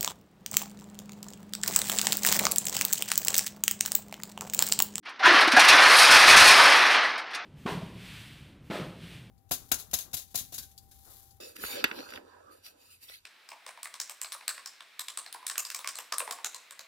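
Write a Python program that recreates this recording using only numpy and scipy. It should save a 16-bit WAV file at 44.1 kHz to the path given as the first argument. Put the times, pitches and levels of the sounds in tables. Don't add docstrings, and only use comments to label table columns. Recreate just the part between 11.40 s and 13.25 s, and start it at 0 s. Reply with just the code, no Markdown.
import sys
import numpy as np
from scipy import signal
from scipy.fft import rfft, irfft
from scipy.io import wavfile
from scipy.ndimage import uniform_filter1d

SR = 44100
rng = np.random.default_rng(int(sys.argv[2]) if len(sys.argv) > 2 else 0)


def level_to_linear(level):
    exponent = np.asarray(level, float) / 20
    return 10 ** exponent


def materialize(psi):
    bounded = np.clip(np.atleast_2d(psi).T, -1, 1)
    quanta = np.round(bounded * 32767).astype(np.int16)
    wavfile.write(sys.argv[1], SR, quanta)


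N = 81585
T = np.arange(N) / SR
HZ = np.fft.rfftfreq(N, 1 / SR)


def evened(x):
    return x / np.sqrt(np.mean(x ** 2) + 1e-20)


def read(points, hz=HZ):
    f, value = np.transpose(points)
    return np.interp(np.log(hz + 1), np.log(f + 1), value)


def colour(x, gain):
    return irfft(rfft(x) * gain, N)


def grit(per_s, spread_db, share, flicker_db, size):
    slip_size = level_to_linear(spread_db * np.minimum(rng.exponential(1, N), 4))
    slips = rng.standard_normal(N) * slip_size * (rng.random(N) < per_s / SR)
    flicker = evened(uniform_filter1d(uniform_filter1d(rng.standard_normal(N), size), size))
    rub = share * evened(slips) + (1 - share) * rng.standard_normal(N)
    return rub * level_to_linear(flicker_db * flicker)


def rings(modes, t, stretch, detune, rise_s):
    total = 0
    for (hz, db, t60), d in zip(modes, detune):
        total = total + level_to_linear(db - 60 * t / (t60 * stretch)) * np.sin(2 * np.pi * hz * d * t)
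    return total * (1 - np.exp(-t / rise_s))


# pitch in Hz, width in Hz, level in dB.
PANEL_MODES = [(255, 130, -9), (377, 100, -4), (534.4, 116, 13.5), (801.5, 30, 2.5), (994, 140, -8),
               (1285, 91, -0.5), (1582, 53, -10.5), (2547, 55, 3), (3095, 110, 1.5), (3716, 1000, -4.5),
               (4320, 200, -14.5), (4950, 69, -1.5)]


def panels(floor):
    peaks = sum(level_to_linear(g) / np.sqrt(1 + (2 * (HZ - f) / w) ** 4) for f, w, g in PANEL_MODES)
    return floor + peaks


# peak in seconds, rise in seconds, fall in seconds, hiss in dB,
# card sound against the hiss in dB.
STROKES = [(0.042, 0.24, 0.07, -55.5, 3), (0.093, 0.1, 0.075, -54.5, -4), (0.167, 0.015, 0.0037, -49, 0),
           (0.252, 0.098, 0.082, -40.5, -2), (0.318, 0.069, 0.11, -42.5, 0), (0.396, 0.14, 0.066, -61, 15),
           (0.479, 0.019, 0.11, -60, -15), (0.59, 0.12, 0.1, -58, 9), (0.652, 0.045, 0.072, -64.5, 7),
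           (0.709, 0.058, 0.11, -59, 6.5), (0.758, 0.033, 0.045, -59, -3), (0.892, 0.052, 0.12, -86, 17),
           (1.128, 0.035, 0.057, -63, -3), (1.171, 0.026, 0.085, -69.5, -4.5),
           (1.263, 0.04, 0.055, -52.5, 1), (1.30, 0.015, 0.062, -65, -1), (1.421, 0.07, 0.061, -63, -2),
           (1.47, 0.048, 0.063, -61.5, -5), (1.518, 0.033, 0.092, -56.5, -5.5),
           (1.638, 0.041, 0.049, -52, -6), (1.699, 0.045, 0.043, -54, -0.5), (1.743, 0.045, 0.075, -57, 0)]
# pitch in Hz, level in dB per Hz.
SKIN_COLOUR = [(3500, -48), (5400, -9), (6800, -0.5), (8500, -4.5), (10500, 3.5), (12500, 3), (14000, 1.5),
               (16000, -2.5)]
# pitch in Hz, level in dB per Hz.
FIBRE_COLOUR = [(900, -17), (1900, -5), (2600, 0), (3300, -7), (4600, 1.5), (5600, -4.5), (6500, -13),
                (8000, -20.5)]


def fingers():
    slips = grit(6000, 0.98, 0.35, 0.63, size=150)
    hiss = evened(colour(slips, level_to_linear(read(SKIN_COLOUR))))
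    card = evened(colour(slips, level_to_linear(read(FIBRE_COLOUR)) * panels(1.0)))
    out = np.zeros(N)
    for s, rise, fall, db, card_db in STROKES:
        far = np.minimum(np.where(T < s, (s - T) / rise, (T - s) / fall), 4)
        out += level_to_linear(db - 28 * far ** 1.65) * (hiss + level_to_linear(card_db) * card)
    return out


# time in seconds, level in dB,
# upper panels in dB, bottom panel in dB.
DRAG = [(0, -51, -0.5, -6), (0.026, -46, -9, -10), (.1, -59, -8.5, -2.5), (.135, -63, -11, 1),
        (0.232, -53.5, 9, 2), (.27, -48.5, -0.5, -3.5), (.38, -47, -2.5, -4.5), (.43, -47.5, -10, -6),
        (.5, -50, 1.5, -8), (0.598, -44.5, -4, -1), (0.667, -60, 8.5, 1.5), (.76, -51.5, 1, 2),
        (.8, -56, -2, 6.5), (0.959, -63, 7, -4), (1.06, -61, -2.5, -2), (1.502, -74, 4.5, 3.5),
        (1.6, -87, -12, 5), (1.731, -79, 11, -10), (1.82, -86.5, 9, -0.5)]
# pitch in Hz, level in dB per Hz.
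DRAG_COLOUR = [(100, -21), (250, 5.5), (500, 1), (700, -0.5), (1000, 1.5), (1600, 3.5), (1950, -7.5),
               (3000, -24)]


def drag():
    s, db, upper_db, bottom_db = np.transpose(DRAG)
    slips = grit(2500, 1.2, 0.41, 1.87, size=250)
    card = evened(colour(slips, level_to_linear(read(DRAG_COLOUR)) * panels(0.85)))
    low = colour(card, 1 / (1 + (HZ / 700) ** 6))
    bottom = colour(card, 1 / (1 + (HZ / 400) ** 6))
    middle, upper = low - bottom, card - low
    mix = bottom * level_to_linear(np.interp(T, s, bottom_db)) + middle + upper * level_to_linear(np.interp(T, s, upper_db))
    return mix * level_to_linear(np.interp(T, s, db))


# centre in seconds, half length in seconds,
# level in dB, start pitch in Hz, end pitch in Hz.
SCUFFS = [(0.046, 0.034, -56.5, 5200, 5300), (0.139, 0.0035, -64, 4780, 4700),
          (0.2, 0.009, -56, 1650, 1700), (0.32, 0.095, -51, 1550, 1750), (0.33, 0.12, -60, 770, 800),
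          (0.386, 0.041, -46.5, 590, 510), (0.34, 0.059, -46, 4540, 4700), (0.76, 0.0082, -48, 3620, 3600),
          (.7605, 0.0032, -46.5, 3500, 3500), (1.249, 0.0073, -54, 4790, 4800),
          (1.261, 0.014, -52.5, 4650, 4560), (1.11, 0.12, -65, 1110, 1300),
          (0.938, 0.096, -63.5, 1050, 1003), (0.94, 0.069, -67, 1540, 1600), (.57, .06, -58, 830, 800),
          (1.624, .016, -64.5, 4200, 4700), (1.633, 0.0083, -56.5, 4670, 4700),
          (1.642, 0.013, -60, 4600, 4400), (1.692, 0.0098, -55, 3400, 3740),
          (1.722, 0.0063, -56, 2200, 2200), (1.743, 0.008, -59, 4300, 4300),
          (1.752, 0.031, -64, 3300, 3400), (1.75, 0.019, -63.5, 2200, 2170)]


def scuffs():
    slips = grit(3000, 3.4, 0.61, 0.89, size=60)
    out = np.zeros(N)
    for s, length, db, hz, end_hz in SCUFFS:
        at = slice(max(round((s - length) * SR), 0), round((s + length) * SR))
        u = (T[at] - s) / length
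        pitch = hz + (end_hz - hz) * (u + 1) / 2
        turn = np.exp(2j * np.pi * np.cumsum(pitch) / SR)
        r = np.exp(-np.pi * 0.085 * hz / SR)
        smooth = signal.lfilter([1], [1, -2 * r, r * r], slips[at] / turn)
        song = evened((turn * smooth).real)
        out[at] += level_to_linear(db) * np.cos(np.pi * u / 2) ** 2 * song
    return out


def patchy(x):
    z = signal.stft(x, nperseg=512)[2]
    field = uniform_filter1d(rng.standard_normal(z.shape[1:]), size=5, axis=0)
    field = uniform_filter1d(field, size=18, axis=1)
    wander_db = 3.5 * evened(field)
    return signal.istft(z * level_to_linear(wander_db), nperseg=512)[1][:, :N]


# time in seconds, peak in dB, thud in dB, tick in dB,
# favoured pitch in Hz.
KNOCKS = [(.1655, -31.5, -32, -20, 2820), (0.2376, -26, -1, -38, 1240), (.249, -30.5, -5, -42, 1400),
          (0.4415, -7, -15.5, -8, 2480), (0.5131, -21.5, -10, -40, 1920), (.5285, -37.5, -25, -35, 1400),
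          (.532, -39, -25, -35, 1100), (.590, -31, -11, -39, 3020), (0.605, -35, 6, -22, 3030),
          (0.689, -34.5, -18, -19, 3730), (.7045, -34, -30, -7, 3500), (0.7215, -35.5, -30, -28, 2400),
          (.7235, -37.5, -23, -35, 1110), (0.7357, -34, 2, -39.5, 1500), (.7375, -30.5, -30, -9, 3330),
          (.739, -36.5, -20, -39, 1000), (0.7595, -31, -21, -17, 2680), (.765, -44, -15, -33, 1500),
          (0.7747, -33, -4, -40, 1740), (.7785, -37, 0.5, -40, 940), (1.264, -37.5, -33.5, -5, 3000),
          (1.6975, -42, -26, -30.5, 2000), (1.698, -50, -37, -34, 588)]
# pitch in Hz, level in dB, time to fall 60 dB in seconds.
TRAY_MODES = [(590, -6.5, 0.14), (902, -2, 0.022), (1300, -17, 0.05), (1460, -5.5, 0.059),
              (1543, -5.5, .04), (1703, -7, 0.048), (2208, 1, 0.04), (2420, -2.5, 0.063), (2643, -2, 0.032),
              (2654, -0.5, 0.023), (3616, 2, 0.03), (3820, -6.5, .03), (4610, 2, 0.025), (5794, 5, 0.021)]
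# pitch in Hz, level in dB, time to fall 60 dB in seconds.
THUD_MODES = [(185, -8.5, 0.036), (291.7, 6.5, 0.021), (407, -4.5, 0.034), (575, -10.5, 0.049)]


def knocks():
    out, t = np.zeros(N), np.arange(6000) / SR
    for s, db, thud_db, tick_db, colour_hz in KNOCKS:
        noise = rng.standard_normal((2, len(t)))
        detune = rng.uniform(0.96, 1.003, len(TRAY_MODES))
        stretch = max(1 + 0.031 * (db + 5.0), .2)

        modes = [(hz, g - 7 * np.log2(hz / colour_hz) ** 2, t60) for hz, g, t60 in TRAY_MODES]
        ring = rings(modes, t, stretch, detune, 0.00009 / stretch ** 2)
        damping = 0.23 + 0.73 / (1 + (t * colour_hz / (19.2 * stretch)) ** 8)
        ring *= damping / abs(ring).max()

        tick = np.diff(noise[0], prepend=0) * (level_to_linear(-60 * t / 0.0022) + level_to_linear(-15.5 - 60 * t / 0.029))

        late = np.maximum(t - 0.00365, 0)
        thud = rings(THUD_MODES, late, stretch, detune, 0.0019)

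        band = signal.butter(2, [colour_hz * 0.495, colour_hz * 1.455], "band", fs=SR)
        fade = level_to_linear(-10.0 - 60 * t / (0.038 * stretch)) + level_to_linear(-16 - 60 * t / 0.19)
        rattle = signal.lfilter(*band, noise[1]) * np.minimum(t / 0.0018, 1) * fade

        sound = ring + level_to_linear(tick_db) * tick + level_to_linear(thud_db) * thud + rattle
        part = out[round(s * SR):][:len(t)]
        part += level_to_linear(db) * sound[:len(part)]
    return colour(out, 1 / (1 + (140 / (HZ + 1)) ** 4))


# time in seconds, level in dB, width in seconds, pitch in Hz.
JOLTS = [
    (0.106, -61, 0.016, 90.6),
    (.252, -50.5, 0.01, 71.6),
    (.285, -59, .0075, 60),
    (0.351, -58, .008, 120),
    (.465, -62, 0.018, 45),
    (0.562, -63, 0.013, 90),
    (0.769, -59.5, 0.016, 80),
    (1.056, -67.5, 0.011, 110.4),
]


def jolts():
    out = np.zeros(N)
    for s, db, width, hz in JOLTS:
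        out += level_to_linear(db) * np.exp(-((T - s) / width) ** 2) * np.sin(2 * np.pi * hz * (T - s))
    return out


# pitch in Hz, level in dB per Hz.
AIR_COLOUR = [(12, -47.5), (20, -6), (86, -0.5), (146, -10), (1910, -17.5), (2600, -10.5), (3250, -13),
              (4540, -12.5), (16000, -21)]


def air():
    floor = evened(colour(rng.standard_normal(N), level_to_linear(read(AIR_COLOUR))))
    hum_hz, hum_width_hz = 89, 14
    waver = colour(rng.standard_normal(N), 1 / (1 + (2 * (HZ - hum_hz) / hum_width_hz) ** 2))
    hum = evened(evened(waver) + 1.2 * np.sin(2 * np.pi * hum_hz * T))
    return level_to_linear(-70.0) * floor + level_to_linear(-77) * hum


def scene():
    hits = knocks()
    scatter = rng.standard_normal(600) * level_to_linear(-60 * T[:600] / 0.014)
    scattered = signal.oaconvolve(hits, scatter / np.linalg.norm(scatter))[:N]
    rubs = patchy(np.array([fingers() + drag() + scuffs() for _ in range(2)]))
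    return rubs + np.array([air(), air()]) + np.array([scattered, hits]) + jolts()


def gate(x):
    top_hz, faint_top_hz = 15850, 15300
    hz, _, z = signal.stft(x, SR, nperseg=1024)
    high = hz[:, None] > 5200
    size = uniform_filter1d(abs(z), size=2, axis=2)
    weak = (size < .75 * uniform_filter1d(size, size=24, axis=1)) & high
    band = uniform_filter1d(uniform_filter1d(size, size=9, axis=1), size=3, axis=2)
    weak |= (band < .72 * uniform_filter1d(band, size=40, axis=1)) & high

    top = size[:, (hz > faint_top_hz) & (hz < top_hz)].mean(axis=(0, 1))
    faint = top < np.sort(top)[len(top) // 3]
    weak |= (hz[:, None] > top_hz) | ((hz[:, None] > faint_top_hz) & faint)

    level = abs(z).mean(axis=(0, 1))
    sudden = level > 4 * np.roll(level, 2)
    calm = uniform_filter1d(1. * sudden, size=3) < .1
    return signal.istft(z * ~(weak & calm), SR, nperseg=1024)[1][:, :N]


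def top_cut(x):
    return signal.sosfilt(signal.butter(12, 17030, fs=SR, output="sos"), x)


# pitch in Hz, turn in radians.
PORT_TURN = [(0, 0), (370, 2.7), (740, 8.6), (980, 10.3), (1300, 8.4), (2000, 7.1), (2900, 7.2),
             (3900, 5.0), (5600, 3.14)]
# pitch in Hz, difference in dB.
PORT_DB = [(100, -1), (700, -3), (1300, -8), (2100, -6), (2500, 1), (3200, -4), (4300, 3), (5200, 0)]
# pitch in Hz, likeness from 0 to 1.
LIKENESS = [(100, .96), (400, .9), (1000, .6), (1500, .88), (3200, .75), (4500, .85), (8500, .76),
            (11000, .92)]


def record(dry):
    dry = dry * np.minimum(T / .004, 1)
    same, tilt = read(LIKENESS), level_to_linear(read(PORT_DB) / 2)
    top_db = -45.0 / (1 + (16900 / (HZ + 1)) ** 120) - 12.0 / (1 + (15300 / (HZ + 1)) ** 40)
    top = level_to_linear(top_db)
    lag_s = 1 / 1271
    turn = np.exp(1j * (np.interp(HZ, *np.transpose(PORT_TURN)) - 2 * np.pi * HZ * lag_s))
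    left = colour(dry[1], same * turn * tilt * top)
    left += colour(dry[0], np.sqrt(1 - same ** 2) * tilt * top)
    right = colour(dry[1], top / tilt)
    mid, side = gate(np.array([left + right, left - right])) / 2
    return top_cut(np.array([mid + side, mid - side]))


dry = scene()
out = record(dry)
materialize(out)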